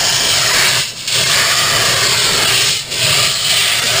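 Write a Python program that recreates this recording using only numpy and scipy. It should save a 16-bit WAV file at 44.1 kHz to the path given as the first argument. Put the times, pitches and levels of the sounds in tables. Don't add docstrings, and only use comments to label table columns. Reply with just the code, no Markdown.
import sys
import numpy as np
from scipy import signal
from scipy.fft import rfft, irfft, next_fast_len
from scipy.io import wavfile
from scipy.ndimage import uniform_filter1d, map_coordinates

SR = 44100
rng = np.random.default_rng(int(sys.argv[2]) if len(sys.argv) > 2 else 0)


def store_wav(level_fs):
    pcm = np.round(np.clip(np.atleast_2d(level_fs), -1, 1) * 32767)
    wavfile.write(sys.argv[1], SR, pcm.T.astype(np.int16))


N = 176400


def amp(db):
    return 10 ** (np.asarray(db) / 20)


def unit(x):
    return x / np.sqrt(np.mean(x ** 2) + 1e-20)


def curve(rows):
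    return np.interp(np.arange(N) / SR, *np.transpose(rows))


def wobble(rate_hz):
    knots = rng.standard_normal(int(N * rate_hz / SR) + 4)
    return map_coordinates(knots, [np.arange(N) * rate_hz / SR])


def flutter(depth_db, rate_hz):
    return amp(depth_db * wobble(rate_hz))


def filtered(x, response):
    size = next_fast_len(N + 8192)
    return irfft(rfft(x, size) * response(np.fft.rfftfreq(size, 1 / SR)), size)[:N]


def noise(response):
    return unit(filtered(rng.standard_normal(N), response))


def colour(rows):
    hz, db = np.transpose(rows)
    return lambda f: amp(np.interp(np.log(f + 1), np.log(hz + 1), db))


def resonance(f, hz, width_hz):
    return 1j * f * width_hz / (hz * hz - f * f + 1j * f * width_hz)


def ringing(modes):
    return lambda f: sum((-1) ** k * amp(db) * resonance(f, hz, width_hz)
                         for k, (hz, width_hz, db) in enumerate(modes))


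def delayed(x, lag_ms):
    return map_coordinates(x, [np.arange(N) - lag_ms * SR / 1000], mode="mirror")


def patchy(x, depth_db=1.5):
    spectra = signal.stft(x, nperseg=512)[2]
    patches = rng.standard_normal(spectra.shape)
    for _ in range(2):
        patches = uniform_filter1d(patches, size=3, axis=0)
        patches = uniform_filter1d(patches, size=36, axis=1)
    spectra = spectra * amp(depth_db * unit(patches))
    return unit(signal.istft(spectra, nperseg=512)[1][:N])


# f/Hz, level/dB
FIRE_SPECTRUM = [(20, -9), (80, -6.5), (200, -6), (330, -16), (600, -17.5), (1500, -24), (6000, -24.5)]

def fire(level_db=-37):
    return amp(level_db) * noise(colour(FIRE_SPECTRUM))


# t/s, level/dB
CLOUD_ENVELOPE = [(0, -32.5), (.3, -36), (.62, -35), (.8, -42), (.88, -51), (1.08, -47), (1.2, -38),
                  (1.58, -36.5), (1.84, -28), (2.3, -33), (2.6, -36), (2.85, -46), (3.05, -43), (3.4, -63),
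                  (3.65, -48), (3.82, -36), (4, -41)]
# f/Hz, level/dB
CLOUD_SPECTRUM = [(20, -6), (50, -1), (120, -11), (210, -2.5), (290, -4.5), (380, 1.5), (550, 0.5),
                  (800, -12), (2000, -31), (6000, -47)]

def cloud():
    level = amp(curve(CLOUD_ENVELOPE)) * flutter(depth_db=3.5, rate_hz=12)
    return level * noise(colour(CLOUD_SPECTRUM))


# t/s, lag/ms
GROUND_DELAY = [(0, 1.18), (.3, 1.21), (.55, 1.77), (.8, 1.86), (1.2, 1.82), (1.65, 1.57), (2, 1.81),
                (2.3, 2.16), (2.6, 2.61), (2.9, 2.1), (3.35, 1.57), (3.6, 1.62), (4, 1.32)]

def yard(x, ground_gain=0.44, ground_cutoff_hz=2400, scatter_gain=0.16, base_lag_ms=2.2, sway_ms=0.15):
    dulled = filtered(x, lambda f: 1 / (1 + (f / ground_cutoff_hz) ** 2))
    ground = delayed(dulled, curve(GROUND_DELAY))
    scatter = np.zeros(N)
    for k in range(4):
        lag_ms = base_lag_ms * (1 + k / 2 + rng.random() / 2)
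        scatter += (-1) ** k * delayed(x, lag_ms + sway_ms * wobble(rate_hz=2.05))
    return x + ground_gain * ground + scatter_gain * scatter


# t/s, level/dB
BOOM_ENVELOPE = [(0, -32), (.3, -30.5), (.36, -26), (.42, -32), (.8, -29), (.85, -45), (1.1, -42.5),
                 (1.2, -26), (1.5, -34.5), (1.87, -25.5), (1.95, -25), (2.02, -29), (2.5, -27.5),
                 (2.75, -34.5), (2.82, -42), (2.98, -37), (3.04, -24), (3.3, -28), (3.37, -37.5),
                 (3.58, -33), (3.68, -37.5), (3.86, -33), (3.93, -28), (4, -27)]

def boom():
    return amp(curve(BOOM_ENVELOPE)) * noise(lambda f: resonance(f, hz=123.3, width_hz=57.4) ** 2)


# f/Hz, width/Hz, level/dB
HORN_MODES = [(404, 73, -1), (670, 59, 2.5), (930, 104, -5), (1204, 109, 2), (1690, 244, -5.5)]

def horn(boom_weight=0.63, trim_db=-1):
    drive_db = boom_weight * curve(BOOM_ENVELOPE) + (1 - boom_weight) * curve(ROAR_ENVELOPE)
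    level = amp(drive_db + trim_db) * flutter(depth_db=1.17, rate_hz=12)
    return level * patchy(noise(ringing(HORN_MODES)))


# t/s, level/dB
ROAR_ENVELOPE = [(0, -19.5), (.17, -23), (.4, -20.5), (.62, -15.5), (.8, -22.5), (.86, -36), (.94, -46),
                 (1.07, -37), (1.1, -31), (1.18, -24), (1.32, -17), (2.1, -18), (2.45, -17), (2.7, -28),
                 (2.76, -34), (2.79, -39), (2.9, -39), (3.0, -28.5), (3.11, -20), (3.27, -26.5),
                 (3.37, -32), (3.47, -28.5), (3.54, -19.5), (3.66, -24), (3.85, -21), (4, -20.5)]
# f/Hz, level/dB
ROAR_SPECTRUM = [(20, -20), (60, -15), (220, -10.5), (300, -10.5), (500, -12), (800, -3), (1200, -3.5),
                 (1750, 3), (2300, 2), (3500, -15), (6000, -31)]

def jet(trim_db=-2.5):
    level = amp(curve(ROAR_ENVELOPE) + trim_db) * flutter(depth_db=1.56, rate_hz=25)
    return level * patchy(noise(colour(ROAR_SPECTRUM)))


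# t/s, level/dB
HISS_ENVELOPE = [(0, -15), (.15, -14), (.19, -16), (.35, -14), (.5, -14.5), (.72, -14), (.81, -14),
                 (.86, -21.5), (.89, -20.5), (.94, -30.5), (1.0, -24), (1.06, -26), (1.1, -23),
                 (1.145, -10.5), (1.18, -14.3), (1.75, -14.5), (2.45, -14), (2.56, -13), (2.69, -13.5),
                 (2.79, -19), (2.85, -27), (2.9, -28), (2.94, -24.5), (3.02, -14), (3.27, -13), (3.33, -17),
                 (3.41, -18), (3.47, -14.5), (3.53, -16), (3.6, -12.5), (3.7, -14), (3.8, -16.5),
                 (3.86, -15.5), (3.92, -14.5), (4, -14)]
# t/s, level/dB, T60/s
VALVE_SPITS = [(1.074, -10.5, 0.2), (2.908, -16.5, 1.4), (3.492, -9, 0.6)]

def valve_gain(trim_db=1.5, attack_s=0.003):
    t = np.arange(N) / SR
    level = amp(curve(HISS_ENVELOPE) + trim_db) * flutter(depth_db=0.5, rate_hz=35)
    for start_s, db, t60_s in VALVE_SPITS:
        age_s = np.maximum(t - start_s, 0)
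        spit = amp(db - 60 * age_s / t60_s) * (1 - np.exp(-age_s / attack_s))
        level = np.hypot(level, spit)
    return level


# f/Hz, level/dB
HISS_SPECTRUM = [(100, -46), (700, -32), (1400, -16), (2300, -5.5), (2900, 0), (3700, -0.5), (4600, 3),
                 (5000, 1), (5400, -1.5), (6000, -6)]
# f/Hz, width/Hz, level/dB
WHISTLE_MODES = [(3010, 175, 0), (4347, 134, 1.5), (5273, 180, 0), (5760, 114, -2)]
# t/s, level/dB
WHISTLE_MIX = [(0, -2.5), (.45, -1.5), (.8, -6.5), (1.3, -7.5), (2, -7), (2.55, -6), (3, -9.5), (3.7, -24),
               (4, -6)]
# t/s, level/dB
RASP_MIX = [(0, -22), (.55, -12), (.78, -1), (.95, -10), (1.15, -11), (1.3, -14.5), (2.35, -12), (2.6, -3),
            (2.85, -10.5), (3.05, -4.5), (3.42, -10.5), (3.65, -2), (4, -7)]

def nozzle(grains_per_s=700, grain_db=-6.5):
    level = valve_gain()
    impulses = (rng.random(N) < grains_per_s / SR) * rng.standard_normal(N)
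    grains = amp(grain_db) * unit(filtered(impulses, colour(HISS_SPECTRUM)))
    hiss = noise(colour(HISS_SPECTRUM))
    whistle_gain, rasp_gain = amp(curve(WHISTLE_MIX)), amp(curve(RASP_MIX))
    whistle = whistle_gain * noise(ringing(WHISTLE_MODES))
    rasp = rasp_gain * noise(lambda f: resonance(f, hz=3040, width_hz=2000) ** 2)
    stream = (hiss + grains + whistle + rasp) / np.sqrt(1 + whistle_gain ** 2 + rasp_gain ** 2)
    return level * patchy(stream)


def scene():
    discharge = nozzle() + jet() + horn()
    return (yard(discharge) + boom() + cloud() + fire())[None]


# t/s, repeat period/ms, dip/dB
STUTTER_EVENTS = [(.525, 1, 2), (.868, 4.3, 2), (1.25, .93, 2), (1.955, 1.84, 2), (2.467, 1.5, 2),
                  (2.787, 2.4, 3), (3.597, 2.56, 0), (3.81, 1.43, 3), (3.85, 4.3, 2)]

def stuttered(x, length_s=0.028, peak_mix=0.95):
    out, n = x.copy(), int(length_s * SR)
    fade = np.hanning(n)
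    mix = peak_mix * np.sqrt(fade)
    for centre_s, period_ms, dip_db in STUTTER_EVENTS:
        i = int(centre_s * SR) - n // 2
        loop = np.resize(x[i:i + int(period_ms * SR / 1000)], n)
        blend = np.sqrt(1 - mix ** 2) * x[i:i + n] + mix * (loop - loop.mean())
        out[i:i + n] = amp(-dip_db * fade) * blend
    return out


# f/Hz, level/dB
ANTI_ALIAS_RESPONSE = [(100, -0.5), (5400, 1), (5750, -2), (6000, -5)]

def record(dry, sample_hz=12000, hold_count=4, top_hz=15350, ceiling=0.78, knee=5.4):
    rolled_off = filtered(stuttered(dry[0]), colour(ANTI_ALIAS_RESPONSE))
    coarse = signal.resample(rolled_off, N * sample_hz // SR)
    rounded = coarse / (1 + np.abs(coarse / ceiling) ** knee) ** (1 / knee)
    held = signal.resample(np.repeat(rounded, hold_count), N)
    return filtered(held, lambda f: f < top_hz)[None]


dry = scene()
out = record(dry)
store_wav(out)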